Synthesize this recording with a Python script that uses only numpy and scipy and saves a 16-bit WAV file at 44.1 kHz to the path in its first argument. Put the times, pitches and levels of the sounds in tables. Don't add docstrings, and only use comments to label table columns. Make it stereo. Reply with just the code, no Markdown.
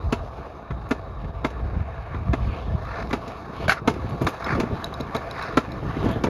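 import sys
import numpy as np
from scipy import signal
from scipy.fft import rfft, irfft
from scipy.io import wavfile
from scipy.ndimage import uniform_filter1d

SR = 44100
rng = np.random.default_rng(int(sys.argv[2]) if len(sys.argv) > 2 else 0)


def store_pcm(level_fs):
    pcm = np.round(np.clip(level_fs, -1, 1) * 32767).astype(np.int16)
    wavfile.write(sys.argv[1], SR, np.atleast_2d(pcm).T)


N = 277389
TIME = np.arange(N) / SR
HZ = np.fft.rfftfreq(N, 1 / SR)

# time_s, level_db
ROLL_EFFORT = [(0, -39), (0.35, -40), (0.8, -42), (1.35, -41.5), (1.65, -41.5), (2.2, -41), (2.48, -38),
               (2.73, -39.5), (3.3, -37), (3.45, -39), (3.63, -35.5), (3.82, -42), (3.95, -38),
               (4.4, -35.5), (4.65, -37.5), (4.9, -38), (5.4, -35.5), (5.7, -39), (6.05, -34.5),
               (6.29, -38)]
# centre_hz, width_hz, gain_db
STEM_RESONANCES = [(420, 50, 3), (520, 40, 2), (580, 60, -3), (670, 55, 6), (1170, 140, 3), (1410, 50, 2),
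                   (1560, 70, -2), (1760, 90, 4), (1930, 130, -7), (2250, 110, 3), (2470, 70, 2),
                   (2660, 130, 3), (3050, 300, -2), (3850, 240, 3), (4480, 120, 3), (5250, 200, 2),
                   (5980, 150, 3), (6320, 150, 3)]
# peak_s, level_db, length_s
GUSTS = [(0.069, -22.5, 0.049), (0.743, -28, 0.051), (1.121, -33.5, 0.05), (1.19, -35.5, 0.04),
         (1.26, -25.5, 0.07), (1.655, -22.5, 0.066), (1.73, -19.5, 0.026), (1.774, -19, 0.015),
         (1.819, -22.5, 0.033), (1.878, -30.5, 0.021), (2.172, -26, 0.05), (2.221, -18.5, 0.02),
         (2.312, -16.5, 0.059), (2.428, -21, 0.062), (2.485, -18.5, 0.024), (2.525, -22.5, 0.022),
         (2.706, -19.5, 0.064), (2.743, -19.5, 0.028), (2.932, -43, 0.22), (3.662, -28.5, 0.098),
         (4.073, -30, 0.26), (4.249, -24, 0.018), (4.546, -28, 0.13), (4.733, -26.5, 0.072),
         (4.87, -32.5, 0.025), (5.03, -33, 0.04), (5.857, -27.5, 0.12), (6.004, -28, 0.065),
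         (6.084, -27, 0.062)]


def rolling(gain_db=0.5, grain_db=2, grains_per_s=2500, flicker_db=1.3, drift_db=0.8, cruise_db=-40):
    # frequency_hz, level_db
    roar_spectrum = [(150, -10), (330, -7.5), (480, -0.5), (670, 0.5), (850, -1.5), (1250, -8.5),
                     (1650, -10.5), (2300, -19), (3000, -24.5), (5000, -28.5), (7500, -39.5), (10000, -42),
                     (13000, -47.5), (15500, -54)]
    # time_s, gain_db
    coarseness = [(0, -4.5), (0.45, -1), (1.35, -0.5), (1.65, 3.5), (2.7, -2), (3.5, 0), (4.1, 0.5),
                  (4.6, 2), (5.3, 2), (5.85, 2), (6.29, 4)]
    grind_hz, grind_width_hz, hiss_above_hz = 1850, 1100, 2000
    sizes = gain_of(grain_db * np.minimum(rng.exponential(1, (2, N)), 5))
    grains = sizes * rng.standard_normal((2, N)) * sparse((2, N), grains_per_s)
    force = evened(grains) + rng.standard_normal((2, N))
    roar = evened(wheel_tilt(through_stem(force, roar_spectrum)))
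    effort_db = follow(ROLL_EFFORT)
    roar *= gain_of(effort_db + gain_db + flicker_db * wander(34) + drift_db * wander(11))
    grind = irfft(rfft(roar) / (1 + (2 * (HZ - grind_hz) / grind_width_hz) ** 4), N)
    roar += grind * (gain_of(follow(coarseness)) - 1)
    hiss = irfft(rfft(roar) / (1 + (hiss_above_hz / (HZ + 1)) ** 6), N)
    return roar + hiss * (gain_of(effort_db - cruise_db) - 1)


def slab_joints(drop_s=0.003, graze_s=0.0041, first_touch=0.05, detune=0.055):
    # start_s, thud_db, clack_db, snap_db
    hits = [(0.1233, -8.5, -23.5, -27.5), (0.705, -29, -30.5, -58), (0.9088, -9, -19.5, -32),
            (1.243, -26.5, -38.5, -62), (1.4448, -10, -17.5, -34.5), (1.464, -25, -45, -44),
            (1.503, -38, -48, -48.5), (1.743, -26, -46, -65.5), (2.143, -26.5, -31.5, -58),
            (2.332, -16.5, -20.5, -38.5), (3.106, -31, -27.5, -44), (3.129, -10.5, -18.5, -31),
            (3.277, -25, -41, -41), (3.875, -8, -14, -25), (3.897, -22, -29, -36), (3.937, -30, -47, -45),
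            (4.212, -11.5, -35, -47), (4.267, -42, -16, -27.5), (4.463, -27, -24.5, -46),
            (4.547, -15, -28, -43), (4.599, -15, -22.5, -29), (4.629, -17.5, -30.5, -50),
            (4.706, -16.5, -49, -63.5), (4.999, -16, -36, -44), (5.147, -12.5, -22.5, -34),
            (5.571, -4, -13, -25.5), (5.966, -19, -32.5, -54), (6.057, -10, -38, -47),
            (6.086, -14, -32.5, -43), (6.237, -8, -20, -29), (6.266, -15.5, -28, -49)]
    # pitch_hz, level_db, t60_s
    frame_modes = [(149.5, -7.5, 0.06), (237, 3, 0.038), (301, -6.5, 0.027), (424.4, -5.5, 0.056),
                   (651, -13, 0.069), (926, -20, 0.13), (1310, -37, 0.015)]
    # pitch_hz, level_db, t60_s
    wheel_modes = [(795, -12, 0.06), (960, -6, 0.077), (1107, -10.5, 0.043), (1351, -3.5, 0.048),
                   (1700, -3, 0.029), (2090, -4.5, 0.041), (2320, -12.5, 0.027), (2767, -20.5, 0.03),
                   (3506, -8.5, 0.021), (6170, -33, 0.05)]
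    # frequency_hz, level_db
    clack_spectrum = [(80, -28.5), (300, 3.5), (600, -8), (1300, -5), (1900, -15.5), (2400, -19.5),
                      (2900, -27), (3700, -24.5), (5500, -50), (7500, -48), (10000, -56), (15500, -70)]
    # frequency_hz, level_db
    snap_spectrum = [(300, -24), (1500, 2.5), (2600, 8), (3500, 2.5), (5500, 1), (7500, -4.5),
                     (10000, -9.5), (13500, -22), (15500, -8)]
    rise_s, thud_rise_s, hold_s = 0.00075, 0.002, 0.0091
    clack_decay_s, snap_decay_s, shake_decay_s = 0.0076, 0.01, 0.038
    t = np.arange(SR // 5) / SR
    stereo = (2, len(t))
    thuds, clacks, snaps = np.zeros(N), np.zeros((2, N)), np.zeros((2, N))
    attack = np.minimum(t / rise_s, 1)
    clack = attack * np.exp(-np.maximum(t - hold_s, 0) / clack_decay_s)
    snap = np.exp(np.minimum(t - drop_s, 0) / graze_s - np.maximum(t - drop_s, 0) / snap_decay_s)
    graze = np.exp(-t[::-1] / graze_s)
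    sinking = loaded_clock(t, stiffen=0.28, settle_s=0.003)
    for start_s, thud_db, clack_db, snap_db in hits:
        thud = gain_of(thud_db + 1) * ring(frame_modes, sinking, detune, uneven_db=2)
        thud *= 1 - np.exp(-t / thud_rise_s)
        wheel = gain_of(clack_db - 1) * attack * ring(wheel_modes, t, detune, uneven_db=3)
        add(thuds, start_s, first_touch * thud)
        add(thuds, start_s + drop_s, thud + wheel)
        loose_parts = evened(rng.standard_normal(stereo) * sparse(stereo, per_s=2500))
        add(snaps, start_s, gain_of(clack_db - 28) * np.exp(-t / shake_decay_s) * loose_parts)
        add(clacks, start_s - t[-1], gain_of(clack_db - 14) * graze * rng.standard_normal(stereo))
        add(clacks, start_s, gain_of(clack_db - 2) * clack * rng.standard_normal(stereo))
        add(snaps, start_s, gain_of(snap_db + 1) * snap * rng.standard_normal(stereo))
    lean_right = gain_of([[-0.5], [0.5]])
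    return thuds * lean_right + through_stem(clacks, clack_spectrum) + through_stem(snaps, snap_spectrum)


def deck_thumps(gain_db=5, rise_s=0.0047, t60_s=0.075, overtone_ratio=2.4, overtone_db=-8):
    # start_s, level_db, settled_pitch_hz
    bounces = [(0.705, -17, 125), (1.238, -22, 144.6), (3.683, -17, 141), (4.092, -27, 191),
               (4.21, -12.5, 124), (4.235, -22, 160), (4.531, -20, 130), (4.549, -17.5, 234),
               (4.574, -33, 173), (4.723, -20.5, 100.3), (4.738, -18, 145), (4.872, -25.5, 126),
               (5.023, -29, 140), (6.068, -12, 103), (6.095, -20, 194)]
    t, out = np.arange(SR // 5) / SR, np.zeros(N)
    attack = 1 - np.exp(-t / rise_s)
    sinking = loaded_clock(t, stiffen=0.26, settle_s=0.0065)
    for start_s, db, hz in bounces:
        modes = [(hz, 0, t60_s), (hz * overtone_ratio, overtone_db, t60_s / 2)]
        add(out, start_s, gain_of(db + gain_db) * attack * ring(modes, sinking, detune=0.024))
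    return out


def deck_rumble(lumpy_db=3):
    # time_s, level_db
    rumble_curve = [(0, -44), (0.55, -44), (1.1, -43), (1.9, -49), (2.5, -38), (2.87, -43), (3.05, -36),
                    (3.25, -40.5), (3.47, -41), (3.6, -36), (3.82, -38), (3.95, -33), (4.38, -48),
                    (4.85, -38), (5.25, -41.5), (5.65, -35), (5.9, -32), (6.29, -27)]
    # middle_s, level_db, length_s
    patches = [(1.673, -38.5, 0.29), (4.137, -29.5, 0.073), (4.256, -23, 0.049), (4.567, -24, 0.13),
               (4.743, -34.5, 0.075), (5.845, -42, .08), (6.06, -23, 0.064)]
    # frequency_hz, level_db
    rumble_spectrum = [(50, -14.5), (110, 2.5), (180, 2.5), (250, -1), (330, -0.5), (420, -5), (600, -11),
                       (1000, -26), (3000, -57)]
    bumps = lumpy_noise(lumpy_db, rate_hz=53)
    power = gain_of(follow(rumble_curve)) ** 2 + sum(swell(*patch) for patch in patches)
    return evened(through_stem(bumps, rumble_spectrum)) * np.sqrt(power)


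def wheel_throb(gain_db=-7, centre_hz=1130, width_hz=240, turns_per_s=9.6, depth_db=4.5):
    note = band_noise(resonance(HZ, centre_hz, width_hz))
    turns = turns_per_s * TIME + 0.31 * wander(1)
    throb = gain_of(depth_db * np.cos(2 * np.pi * turns))
    return evened(note * throb) * gain_of(follow(ROLL_EFFORT) + gain_db)


def wheel_scrapes(judder_db=3):
    # start_s, rise_toward_s, stop_s, level_db
    slips = [(2.807, 3.053, 3.03, -32), (3.708, 3.782, 3.808, -33.5), (4.405, 4.484, 4.64, -28.5),
             (5.324, 5.44, 5.6, -31), (5.948, 6.1, 6.1, -49)]
    # frequency_hz, level_db
    scrape_spectrum = [(300, -40), (900, 0), (1350, 3), (1750, -2.5), (1950, -0.5), (2250, -6.5),
                       (3100, -24), (3600, -19), (5000, -18.5), (7300, -35.5), (9500, -32), (12000, -71),
                       (15500, -54)]
    pressure = sum(gain_of(db) * np.interp(TIME, times, [0, 1, 0]) for *times, db in slips)
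    grind = lumpy_noise(judder_db, rate_hz=110)
    return pressure * evened(wheel_tilt(through_stem(grind, scrape_spectrum)))


def tyre_squawk(jitter=0.019, rough_db=2):
    # time_s, pitch_hz, level_db
    skid = [(3.679, 630, -50), (3.683, 634, -15.5), (3.691, 630, -23), (3.698, 682, -20),
            (3.708, 760, -32.5), (3.724, 790, -21), (3.733, 870, -57)]
    cycles = np.cumsum(follow(skid) * (1 + jitter * wander(240))) / SR
    skidding = (TIME > skid[0][0]) & (TIME < skid[-1][0])
    level = gain_of(follow(skid, column=2) + rough_db * wander(160))
    return skidding * level * np.sin(2 * np.pi * cycles)


def fork_rattle(chatter_db=2, ring_db=-4, rise_s=0.0039):
    # start_s, level_db, decay_s, pitch_ratio
    skips = [(3.681, -20, 0.0081, 1.02), (3.695, -11, 0.0043, 1.01), (3.701, -17, 0.0068, 1.0),
             (3.708, -22.5, 0.013, 1.2), (3.715, -34, 0.006, 1.5), (3.721, -16.5, 0.0064, .94)]
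    # pitch_hz, level_db, t60_s
    fork_modes = [(1390, -26, 0.089), (1467, -16, 0.074), (1530, 8.5, 0.024), (1600, -7, 0.081),
                  (1791, -18, .13), (2190, 3, 0.022), (4380, -7, 0.035)]
    # frequency_hz, level_db
    chatter_spectrum = [(100, -9), (400, -4), (750, -7), (1050, -1), (1550, 4.5), (2200, -2), (3100, -5),
                        (4400, -8), (5500, -7.5), (7500, -15), (11000, -18), (15500, -39)]
    t, force, rings = np.arange(SR // 5) / SR, np.zeros((2, N)), np.zeros(N)
    for start_s, db, decay_s, pitch_ratio in skips:
        contact = (1 - np.exp(-t / rise_s)) * np.exp(-t / decay_s)
        add(force, start_s, gain_of(db + chatter_db) * contact * rng.standard_normal((2, len(t))))
        add(rings, start_s, gain_of(db + ring_db) * ring(fork_modes, t * pitch_ratio, detune=0.003))
    return through_stem(force, chatter_spectrum) + rings


def metal_ticks(gain_db=5, snap_db=-8, snap_s=0.00084, rise_s=0.00053, upper_hz=5300, upper_t60_s=0.051):
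    # start_s, level_db, pitch_ratio, upper_ring_db
    strikes = [(4.444, -27, .99, -7), (4.600, -31, 1.1, -12), (4.843, -17, .99, -24),
               (4.940, -27, .98, -19), (5.008, -26, 1.01, -19), (5.165, -22.5, 1.0, -21),
               (5.311, -26, 1.0, -16), (5.425, -28, 1.01, -15), (5.719, -32, 1.01, -15)]
    # pitch_hz, level_db, t60_s
    metal_modes = [(3680, -9, .011), (3920, -2, .015), (4328, -12, .011), (5750, -14, .007),
                   (6420, -15, .01), (7100, -20, .015), (7700, -21, .009), (10430, -28, .01)]
    t, out = np.arange(SR // 10) / SR, np.zeros(N)
    attack = 1 - np.exp(-t / rise_s)
    for start_s, db, pitch_ratio, upper_db in strikes:
        snap = gain_of(snap_db) * np.exp(-t / snap_s) * rng.standard_normal(len(t))
        modes = [*metal_modes, (upper_hz, upper_db, upper_t60_s)]
        ping = ring(modes, t * pitch_ratio, detune=0)
        add(out, start_s, gain_of(db + gain_db) * attack * (ping + snap))
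    low_cut = signal.butter(6, 3450, "high", fs=SR, output="sos")
    return signal.sosfilt(low_cut, out)


def gravel_cracks(cracks_per_s=1500):
    # start_s, level_db, decay_s
    bits = [(0.889, -49, 0.016), (2.853, -53, .003), (3.094, -52, .003), (4.092, -47, 0.011),
            (4.218, -35.5, 0.01), (4.247, -41, 0.0053), (4.288, -35.5, 0.012), (6.036, -49, .004),
            (6.049, -42, 0.0033), (6.112, -43, 0.015)]
    # frequency_hz, level_db
    crunch_spectrum = [(800, -33), (2500, 9), (4000, -4.5), (6500, 1), (11000, -6), (15500, -7)]
    t, force = np.arange(SR // 10) / SR, np.zeros(N)
    for start_s, db, decay_s in bits:
        cracks = evened(rng.choice([-1., 1.], len(t)) * sparse(len(t), cracks_per_s))
        add(force, start_s, gain_of(db) * np.exp(-t / decay_s) * cracks)
    return colour(force, over_hz(crunch_spectrum))


def sand_hiss(width_octaves=0.32, crackle_db=3):
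    # middle_s, level_db, length_s, centre_hz
    stretches = [(1.98, -56, 0.52, 2350), (2.522, -48.5, 0.12, 2440), (2.6, -60.5, 0.39, 3420),
                 (2.98, -57.5, 0.22, 4000), (3.654, -51, 0.1, 3140), (5.42, -54, 0.15, 4670),
                 (6.0, -52, 0.27, 2860), (6.12, -49, 0.084, 3300)]
    out = np.zeros((2, N))
    grains = rfft(lumpy_noise(crackle_db, rate_hz=300))
    for middle_s, db, length_s, centre_hz in stretches:
        band = 1 / (1 + (np.log2((HZ + 1) / centre_hz) / width_octaves) ** 2) ** 2
        out += evened(irfft(grains * band, N)) * np.sqrt(swell(middle_s, db, length_s))
    return ports(out)


def bearing_whir(level_db=-68, waver_db=1, centre_hz=3780, half_width_hz=190):
    whir = band_noise(1 / (1 + ((HZ - centre_hz) / half_width_hz) ** 4))
    return evened(whir) * gain_of(level_db + waver_db * wander(11))


def wind_buffet(gain_db=-1, gusty_db=2.5, smooth_s=0.022):
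    # time_s, level_db
    breeze = [(0, -31.5), (0.4, -37), (0.6, -47), (0.8, -35.5), (1.55, -32.5), (1.98, -35), (2.85, -29),
              (3.45, -43), (4.4, -45.5), (5.0, -38), (5.65, -40), (6.29, -32.5)]
    # frequency_hz, level_db
    buffet_spectrum = [(12, -61), (30, -22), (50, 3.5), (85, 2), (130, -6.5), (200, -25), (400, -46.5),
                       (1500, -84.5)]
    eddies = ports(colour(rng.standard_normal((2, N)), over_hz(buffet_spectrum)))
    eddy_power = (abs(signal.hilbert(eddies)) ** 2).mean(0)
    strength = np.sqrt(uniform_filter1d(eddy_power, int(smooth_s * SR)) + 0.055)
    steady = evened(eddies / strength)
    power = gain_of(follow(breeze)) ** 2 + sum(swell(*gust, linger=0.71) for gust in GUSTS)
    pressure = steady * np.sqrt(power) * gain_of(gain_db + gusty_db * wander(22))
    return signal.sosfilt(signal.butter(3, 32, "high", fs=SR, output="sos"), pressure)


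def gust_flutter(gain_db=-11, lumpy_db=4):
    # frequency_hz, level_db
    flutter_spectrum = [(60, -24.5), (140, 2.5), (200, -2.5), (300, -18), (500, -19.5), (1500, -84)]
    eddies = colour(lumpy_noise(lumpy_db, rate_hz=70), over_hz(flutter_spectrum))
    power = sum(swell(peak_s, db + gain_db, length_s) for peak_s, db, length_s in GUSTS)
    return evened(ports(eddies)) * np.sqrt(power)


def street_echoes(x, wet_db=-17, t60_s=0.16, delay_s=0.013):
    t = np.arange(SR // 2) / SR
    taps = rng.standard_normal((2, len(t))) * sparse((2, len(t)), per_s=1500)
    taps *= gain_of(-60 * t / t60_s) * (t > delay_s)
    taps /= np.linalg.norm(taps, axis=1, keepdims=True)
    return x + gain_of(wet_db) * ports(signal.fftconvolve(x, taps, axes=1)[:, :N])


def through_stem(force, spectrum):
    peaks_db = sum(db * resonance(HZ, hz, width_hz) for hz, width_hz, db in STEM_RESONANCES)
    return ports(colour(force, over_hz(spectrum) + peaks_db))


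def wheel_tilt(x, depth_db=2.5, drift=0.018, change_s=0.06):
    hz, _, frames = signal.stft(x, SR, nperseg=1024, noverlap=768)
    span = int(change_s * SR / 256)
    motion = rng.standard_normal((len(STEM_RESONANCES), 2, frames.shape[-1]))
    motion = evened(uniform_filter1d(uniform_filter1d(motion, span), span))
    db = sum(depth_db * strength * resonance(hz[:, None], centre * (1 + drift * tilt), 2 * width)
             for (centre, width, _), (strength, tilt) in zip(STEM_RESONANCES, motion))
    return signal.istft(frames * gain_of(db), SR, nperseg=1024, noverlap=768)[1][:, :N]


def ports(x):
    # frequency_hz, coherence (0-1)
    likeness = [(60, .85), (200, .62), (380, .42), (700, .68), (1200, .91), (2400, .78), (4000, .75),
                (6000, .4), (7200, .5), (7800, .99), (8800, .99), (9600, .7), (11500, .82), (14200, .95)]
    same = np.clip(over_hz(likeness), 0, 1)
    common, apart = rfft(x) * np.sqrt([(1 + same) / 2, (1 - same) / 2])
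    return irfft(np.array([common + apart, common - apart]), N)


def ring(modes, t, detune, uneven_db=0):
    shifts = 1 + detune * rng.uniform(-1.26, 1, len(modes))
    favours_db = uneven_db * rng.uniform(-1.33, 1, len(modes))
    return sum(gain_of(db + favour_db - 60 * t / t60_s) * np.sin(2 * np.pi * hz * shift * t)
               for (hz, db, t60_s), shift, favour_db in zip(modes, shifts, favours_db))


def loaded_clock(t, stiffen, settle_s):
    return t + stiffen * settle_s * (1 - np.exp(-t / settle_s))


def colour(x, db):
    cepstrum = irfft(db * np.log(10) / 20, N)
    cepstrum[1:N // 2] *= 2
    cepstrum[N // 2:] = 0
    response = np.exp(rfft(cepstrum))
    return irfft(rfft(x) * response / np.sqrt(np.mean(abs(response) ** 2)), N)


def resonance(hz, centre_hz, width_hz):
    return 1 / (1 + (2 * (hz - centre_hz) / width_hz) ** 2)


def band_noise(band):
    return ports(irfft(rfft(rng.standard_normal((2, N))) * band, N))


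def lumpy_noise(depth_db, rate_hz):
    return rng.standard_normal((2, N)) * gain_of(depth_db * wander(rate_hz))


def sparse(shape, per_s):
    return rng.random(shape) < per_s / SR


def wander(rate_hz):
    return evened(irfft(rfft(rng.standard_normal(N)) * np.exp(-(HZ / rate_hz) ** 2), N))


def swell(peak_s, db, length_s, linger=1):
    offset = 2 * (TIME - peak_s) / length_s
    return gain_of(db) ** 2 * np.exp(-np.where(offset < 0, offset, offset / linger) ** 2)


def over_hz(points):
    hz, value = np.transpose(points)
    return np.interp(np.log(HZ + 1), np.log(hz + 1), value)


def follow(rows, column=1):
    rows = np.array(rows)
    return np.interp(TIME, rows[:, 0], rows[:, column])


def add(mix, start_s, sound):
    part = mix[..., max(round(start_s * SR), 0):][..., :sound.shape[-1]]
    part += sound[..., :part.shape[-1]]


def gain_of(db):
    return 10 ** (np.asarray(db) / 20)


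def evened(x):
    return x / np.sqrt(np.mean(x ** 2) + 1e-20)


def scene():
    blows = slab_joints() + deck_thumps() + gravel_cracks()
    foreground = street_echoes(blows + fork_rattle() + tyre_squawk() + metal_ticks())
    bed = rolling() + wheel_throb() + wheel_scrapes() + sand_hiss() + bearing_whir() + deck_rumble()
    return foreground + bed + wind_buffet() + gust_flutter()


def record(dry):
    # frequency_hz, left_minus_right_db
    balance = [(100, -1), (600, 0.5), (1200, -3.5), (2500, -3), (5000, -3), (7500, 1.5), (15000, 1)]
    # frequency_hz, left_lead_rad
    lead = [(100, 0), (520, .6), (1200, .45), (2400, .25), (3200, 1.0), (4000, .5), (5200, 1.7),
            (6500, 5.6), (7700, 3.14), (8800, 3.14), (10700, 0), (12700, 0), (14000, -3.14)]
    fade_s, ceiling, top_hz = 0.003, 0.92, 15800
    side = np.array([[0.5], [-0.5]])
    stereo = gain_of(side * over_hz(balance)) * np.exp(1j * side * over_hz(lead))
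    fade = np.minimum(np.minimum(TIME, TIME[::-1]) / fade_s, 1)
    heard = irfft(rfft(dry * fade) * stereo, N)
    heard /= (1 + (heard / ceiling) ** 8) ** (1 / 8)
    high_cut = signal.firwin(511, top_hz, window=("kaiser", 9), fs=SR)
    return signal.oaconvolve(heard, high_cut[None], "same")


dry = scene()
out = record(dry)
store_pcm(out)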